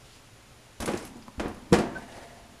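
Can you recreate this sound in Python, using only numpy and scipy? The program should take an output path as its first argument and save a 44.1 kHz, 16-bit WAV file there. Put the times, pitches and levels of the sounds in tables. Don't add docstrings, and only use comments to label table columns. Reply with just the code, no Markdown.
import sys
import numpy as np
from scipy import signal
from scipy.fft import rfft, irfft, next_fast_len
from scipy.io import wavfile
from scipy.ndimage import map_coordinates

SR = 44100
rng = np.random.default_rng(int(sys.argv[2]) if len(sys.argv) > 2 else 0)


def digitize_waveform(pressure):
    field = np.atleast_2d(pressure).T
    bounded = np.clip(field, -1, 1)
    quanta = np.round(bounded * 32767).astype(np.int16)
    wavfile.write(sys.argv[1], SR, quanta)


N = 114660


def amp(db):
    return 10 ** (np.asarray(db) / 20)


def unit(x):
    return x / np.sqrt(np.mean(x ** 2) + 1e-20)


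def along(points, hz):
    f, v = np.transpose(points)
    return np.interp(np.log(hz + 1), np.log(f + 1), v)


def clock():
    return np.arange(N) / SR


def fade(t60_s, t):
    return np.exp(-np.log(1000) * t / t60_s)


def wobble(knots_per_s):
    return map_coordinates(rng.standard_normal(N // 20), [clock() * knots_per_s], mode="wrap")


def noise(colour_db):
    m = next_fast_len(N)
    spectrum = rfft(rng.standard_normal(m)) * amp(colour_db(np.fft.rfftfreq(m, 1 / SR)))
    return unit(irfft(spectrum, m)[:N])


def add(track, start_s, sound):
    i = round(start_s * SR)
    track[i:i + len(sound)] += sound[:N - i]


def rub(levels, colour, flutter_db):
    level_db = np.interp(clock(), *np.transpose(levels), left=-120)
    level_db = level_db + flutter_db * wobble(39.9)
    return amp(level_db) * noise(lambda f: along(colour, f))


def workshop():
    # (frequency [Hz], density [dB per Hz, relative])
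    air_colour = [(12, -6), (20, -7), (65, -2), (85, -6.5), (119, -0.5), (176, -13), (221, -9), (365, -13),
                  (431, -11.5), (469, -18.5), (510, -12.5), (1110, -16.5), (2720, -19.5), (6290, -24.5),
                  (7030, -26.5), (11000, -30), (15800, -54)]
    # (centre [Hz], level [dB])
    whine_bands = [(7000, -73), (9750, -74.5), (10850, -76.5), (13050, -79.5), (13900, -84)]
    air_db, hum_hz, hum_db, whine_width_hz = -53.5, 118.6, -67, 160

    air = amp(air_db) * noise(lambda f: along(air_colour, f))
    hum = amp(hum_db) * np.sin(2 * np.pi * hum_hz * clock() + .5 * wobble(7.3))
    whine = sum(amp(db) * noise(lambda f: -20 * np.log10(1 + ((f - hz) / whine_width_hz) ** 2))
                for hz, db in whine_bands)
    return air + hum + whine


def grip():
    # (time [s], level [dB])
    grip_levels = [(0, -69), (.09, -57), (.2, -64.5), (.35, -71), (1.96, -86), (2.02, -64), (2.12, -60.5),
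                   (2.22, -68), (2.35, -68), (2.6, -71)]
    # (frequency [Hz], density [dB per Hz, relative])
    grip_colour = [(500, 10.5), (1500, -5), (2800, 9.5), (5000, 6.5), (10000, -2.5), (15000, -18)]
    return rub(grip_levels, grip_colour, flutter_db=3.5)


def thuds():
    # (time [s], level [dB], pitch [Hz], t60 [s])
    landings = [(0.798, -31, 66, 0.15), (.876, -34, 69.6, 0.11), (.94, -39, 90, 0.24),
                (1.155, -43.5, 262, 0.086), (1.182, -47, 81, .13), (1.379, -28, 64, 0.18),
                (1.381, -27, 240, 0.036), (1.452, -36, 77, 0.22), (1.714, -20, 230, 0.048),
                (1.721, -24.5, 74, 0.2), (1.7237, -0.5, 205, 0.033), (1.795, -37, 92, 0.19),
                (1.924, -43, 166, .25), (.877, -23, 396, 0.046), (0.934, -17, 335, 0.065),
                (1.458, -14.5, 315, 0.025)]
    attack_s = 0.0029

    out, t = np.zeros(N), clock()[:SR]
    for start_s, db, hz, t60_s in landings:
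        swing = np.sin(2 * np.pi * hz * t) * fade(t60_s, t)
        add(out, start_s, amp(db) * swing * (1 - np.exp(-t / attack_s)))
    return out


def roll():
    # (time [s], level [dB])
    roll_levels = [(.8, -41.5), (.95, -45), (1.1, -49.5), (1.2, -52.5), (1.33, -56.5), (1.45, -38),
                   (1.6, -48), (1.71, -49.5), (1.9, -48.5), (2.1, -61)]
    # (frequency [Hz], density [dB per Hz, relative])
    roll_colour = [(30, -7.5), (100, -8), (160, -15.5), (235, 1.5), (400, -23), (900, -17.5), (2000, -31.5),
                   (8000, -53)]
    return rub(roll_levels, roll_colour, flutter_db=3.5)


def burst(colour, t60s):
    contact_rise_s = 0.00018
    direct_db, direct_t60_s = 3, 0.077

    hz, t, bands = signal.stft(noise(lambda f: along(colour, f))[:SR], SR, nperseg=256)
    band_fades = fade(along(t60s, hz)[:, None], t)
    tail = signal.istft(bands * band_fades, SR, nperseg=256)[1][:SR]
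    age = clock()[:SR]
    crack = 1 + amp(direct_db) * fade(direct_t60_s, age)
    return tail * (1 - np.exp(-age / contact_rise_s)) * crack / 2


def blows():
    # (time [s], body modes [dB], clunk [dB], steel clatter [dB])
    contacts = [(.802, -42.5, -34, -38), (0.824, -48, -30.5, -50.5), (0.877, -34.5, -24, -40),
                (.886, -37, -29.5, -48), (0.935, -40, -30.5, -45), (1.009, -41.5, -48, -61),
                (1.154, -46.5, -59, -71), (1.397, -31, -26, -39.5), (1.440, -30, -42.5, -65),
                (1.458, -40, -34, -70), (1.654, -57.5, -53, -63), (1.7235, -13.5, -31, -71),
                (1.728, -20.5, -20.5, -26), (1.738, -29, -18.5, -31), (1.786, -29, -25.5, -35),
                (1.920, -37.5, -59, -69), (1.948, -49, -41, -65)]
    # (frequency [Hz], relative level [dB], t60 [s])
    body_modes = [(170, -12.5, 0.36), (209.2, -1, 0.22), (249, -16, 0.99), (336.5, 5.5, 0.17),
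                  (384.3, -7, 0.54), (465.4, 2.5, 0.15), (501, -1, 0.11), (551, -4, 0.17), (580, -9, 0.45),
                  (723, -5.5, 0.27), (760, -39, 0.37), (989, -10, 0.18), (1110, -15, 0.26),
                  (1397, -20, 0.49), (2000, -37, 0.37), (2440, -19.5, .28)]
    # (frequency [Hz], density [dB per Hz, relative])
    clunk_colour = [(40, -22), (120, -14), (200, -1.5), (480, -6), (700, -10.5), (1100, -15), (1700, -18.5),
                    (3000, -24.5), (6000, -39), (15000, -68)]
    # (frequency [Hz], t60 [s])
    clunk_t60s = [(100, 0.67), (400, 0.48), (1500, 0.53), (4000, 0.4), (10000, 0.66)]
    # (frequency [Hz], density [dB per Hz, relative])
    clatter_colour = [(200, -20), (1000, 14), (2500, -3), (5000, 3), (8500, -1), (10800, -5), (12500, -17),
                      (15500, -29)]
    # (frequency [Hz], t60 [s])
    clatter_t60s = [(1000, 0.46), (5000, .28), (12000, 0.23)]
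    attack_s, mode_scatter_db = 0.00075, 2.5

    out, t = np.zeros(N), clock()[:SR]
    for start_s, body_db, clunk_db, clatter_db in contacts:
        body = np.zeros(SR)
        for k, (hz, db, t60_s) in enumerate(body_modes):
            gain = (-1) ** k * amp(db + mode_scatter_db * rng.normal())
            body += gain * fade(t60_s, t) * np.sin(2 * np.pi * hz * t)
        add(out, start_s, amp(body_db) * body * (1 - np.exp(-t / attack_s)) / 2)
        clunk = amp(clunk_db) * burst(clunk_colour, clunk_t60s)
        clatter = amp(clatter_db) * burst(clatter_colour, clatter_t60s)
        add(out, start_s, clunk + clatter)
    return out


def rattle():
    # (time [s], level [dB])
    rattle_levels = [(.81, -49.5), (.825, -38), (.85, -48), (.88, -50), (.92, -47.5), (0.979, -52.5),
                     (1.05, -51), (1.09, -55), (1.16, -80)]
    # (frequency [Hz], density [dB per Hz, relative])
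    rattle_colour = [(800, 1), (2500, 5), (4300, -5), (5600, 4), (7000, -1), (9500, 1), (11000, -2),
                     (12200, -13), (15500, -28)]
    start_s, ticks_per_s, spread_db, grain_t60_s = .803, 610, 3.5, 0.032

    hits = rng.random(N) < ticks_per_s / SR
    tick_power = hits * amp(spread_db * rng.standard_normal(N)) ** 2
    power = signal.fftconvolve(tick_power, fade(grain_t60_s, clock()) ** 2)[:N]
    grains = np.sqrt(np.abs(power))
    level_db = np.interp(clock(), *np.transpose(rattle_levels), right=-120)
    rollers = unit(grains * noise(lambda f: along(rattle_colour, f)))
    return (clock() > start_s) * amp(level_db) * rollers


def clicks():
    # (time [s], level [dB], centre [Hz], width [octaves])
    ticks = [(0.8046, -39, 10400, 0.4), (0.8589, -32, 9450, 0.3), (0.9739, -39.5, 6940, 1),
             (0.99, -51.5, 6000, 0.49), (1.034, -51.5, 5440, .4), (1.0512, -43.5, 10900, 0.24),
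             (1.1684, -57, 7900, 0.43), (1.2236, -51, 4860, 0.27), (1.282, -43.5, 980, 0.22),
             (1.4817, -50, 9750, 0.4), (1.546, -56, 9900, .3), (1.721, -48, 8140, 0.37),
             (1.809, -57, 10400, .3), (1.982, -56.5, 10100, .4), (2.123, -52, 3960, 1)]
    t60_s, tail_db, tail_t60_s = 0.027, -8.5, 0.2
    skirt_db, top_hz = -3.5, 14000

    out, t = np.zeros(N), clock()
    shape = fade(t60_s, t) + amp(tail_db) * fade(tail_t60_s, t)
    for start_s, db, centre_hz, octaves in ticks:
        def colour_db(f):
            hump = np.exp(-(np.log2((f + 1) / centre_hz) / octaves) ** 2)
            skirt = amp(skirt_db) / (1 + (f / centre_hz) ** 4)
            return 20 * np.log10((hump + skirt) / (1 + (f / top_hz) ** 8))
        add(out, start_s, amp(db) * shape * noise(colour_db))
    return out


def ring():
    # (frequency [Hz], level [dB], t60 [s])
    steel_modes = [(472, -60, 2.5), (682, -48.5, 3.6), (695, -48.5, 3.4), (893, -50.5, 2.4),
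                   (930, -42, 1.05), (1203, -53, 1.4), (1700, -52, 2.3), (1900, -64, 2), (1960, -59, 2.4),
                   (2870, -61.5, 2.7)]
    start_s, wander_rad = 1.728, 0.7

    out, t = np.zeros(N), clock()
    for hz, db, t60_s in steel_modes:
        phase = 2 * np.pi * hz * t + wander_rad * wobble(25.1)
        add(out, start_s, amp(db) * fade(t60_s, t) * np.sin(phase))
    return out


def rustle():
    # (time [s], level [dB])
    rustle_levels = [(1.92, -62), (1.96, -51), (2.0, -46.5), (2.07, -53), (2.14, -46), (2.25, -52),
                     (2.4, -55.5), (2.6, -65)]
    # (frequency [Hz], density [dB per Hz, relative])
    rustle_colour = [(100, -6.5), (250, -8.5), (750, -2.5), (1200, -16), (1900, -10.5), (2500, -19.5),
                     (5000, -24.5), (10000, -28.5), (15000, -52.5)]
    return rub(rustle_levels, rustle_colour, flutter_db=2.7)


def squeak():
    peak_s, rise_s, fall_s = 1.967, .012, .009
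    tone_hz, tone_db, rough_rad = 1529, -31.5, 0.57
    echo_db, echo_t60_s = -12.5, 0.3

    t = clock()
    swell = np.exp(-((t - peak_s) / np.where(t < peak_s, rise_s, fall_s)) ** 2)
    tone = amp(tone_db) * swell * np.sin(2 * np.pi * tone_hz * t + rough_rad * wobble(350))
    room = rng.standard_normal(N) * fade(echo_t60_s, t)
    echo = signal.fftconvolve(tone, room / np.linalg.norm(room))[:N]
    return tone + amp(echo_db) * echo


def scene():
    handling = grip() + roll() + rustle()
    impacts = thuds() + blows() + rattle() + clicks()
    return (workshop() + handling + impacts + ring() + squeak())[None]


def record(dry):
    top_hz = 15500
    m = next_fast_len(N + SR // 2)
    return irfft(rfft(dry, m) * (np.fft.rfftfreq(m, 1 / SR) < top_hz), m)[..., :N]


dry = scene()
out = record(dry)
digitize_waveform(out)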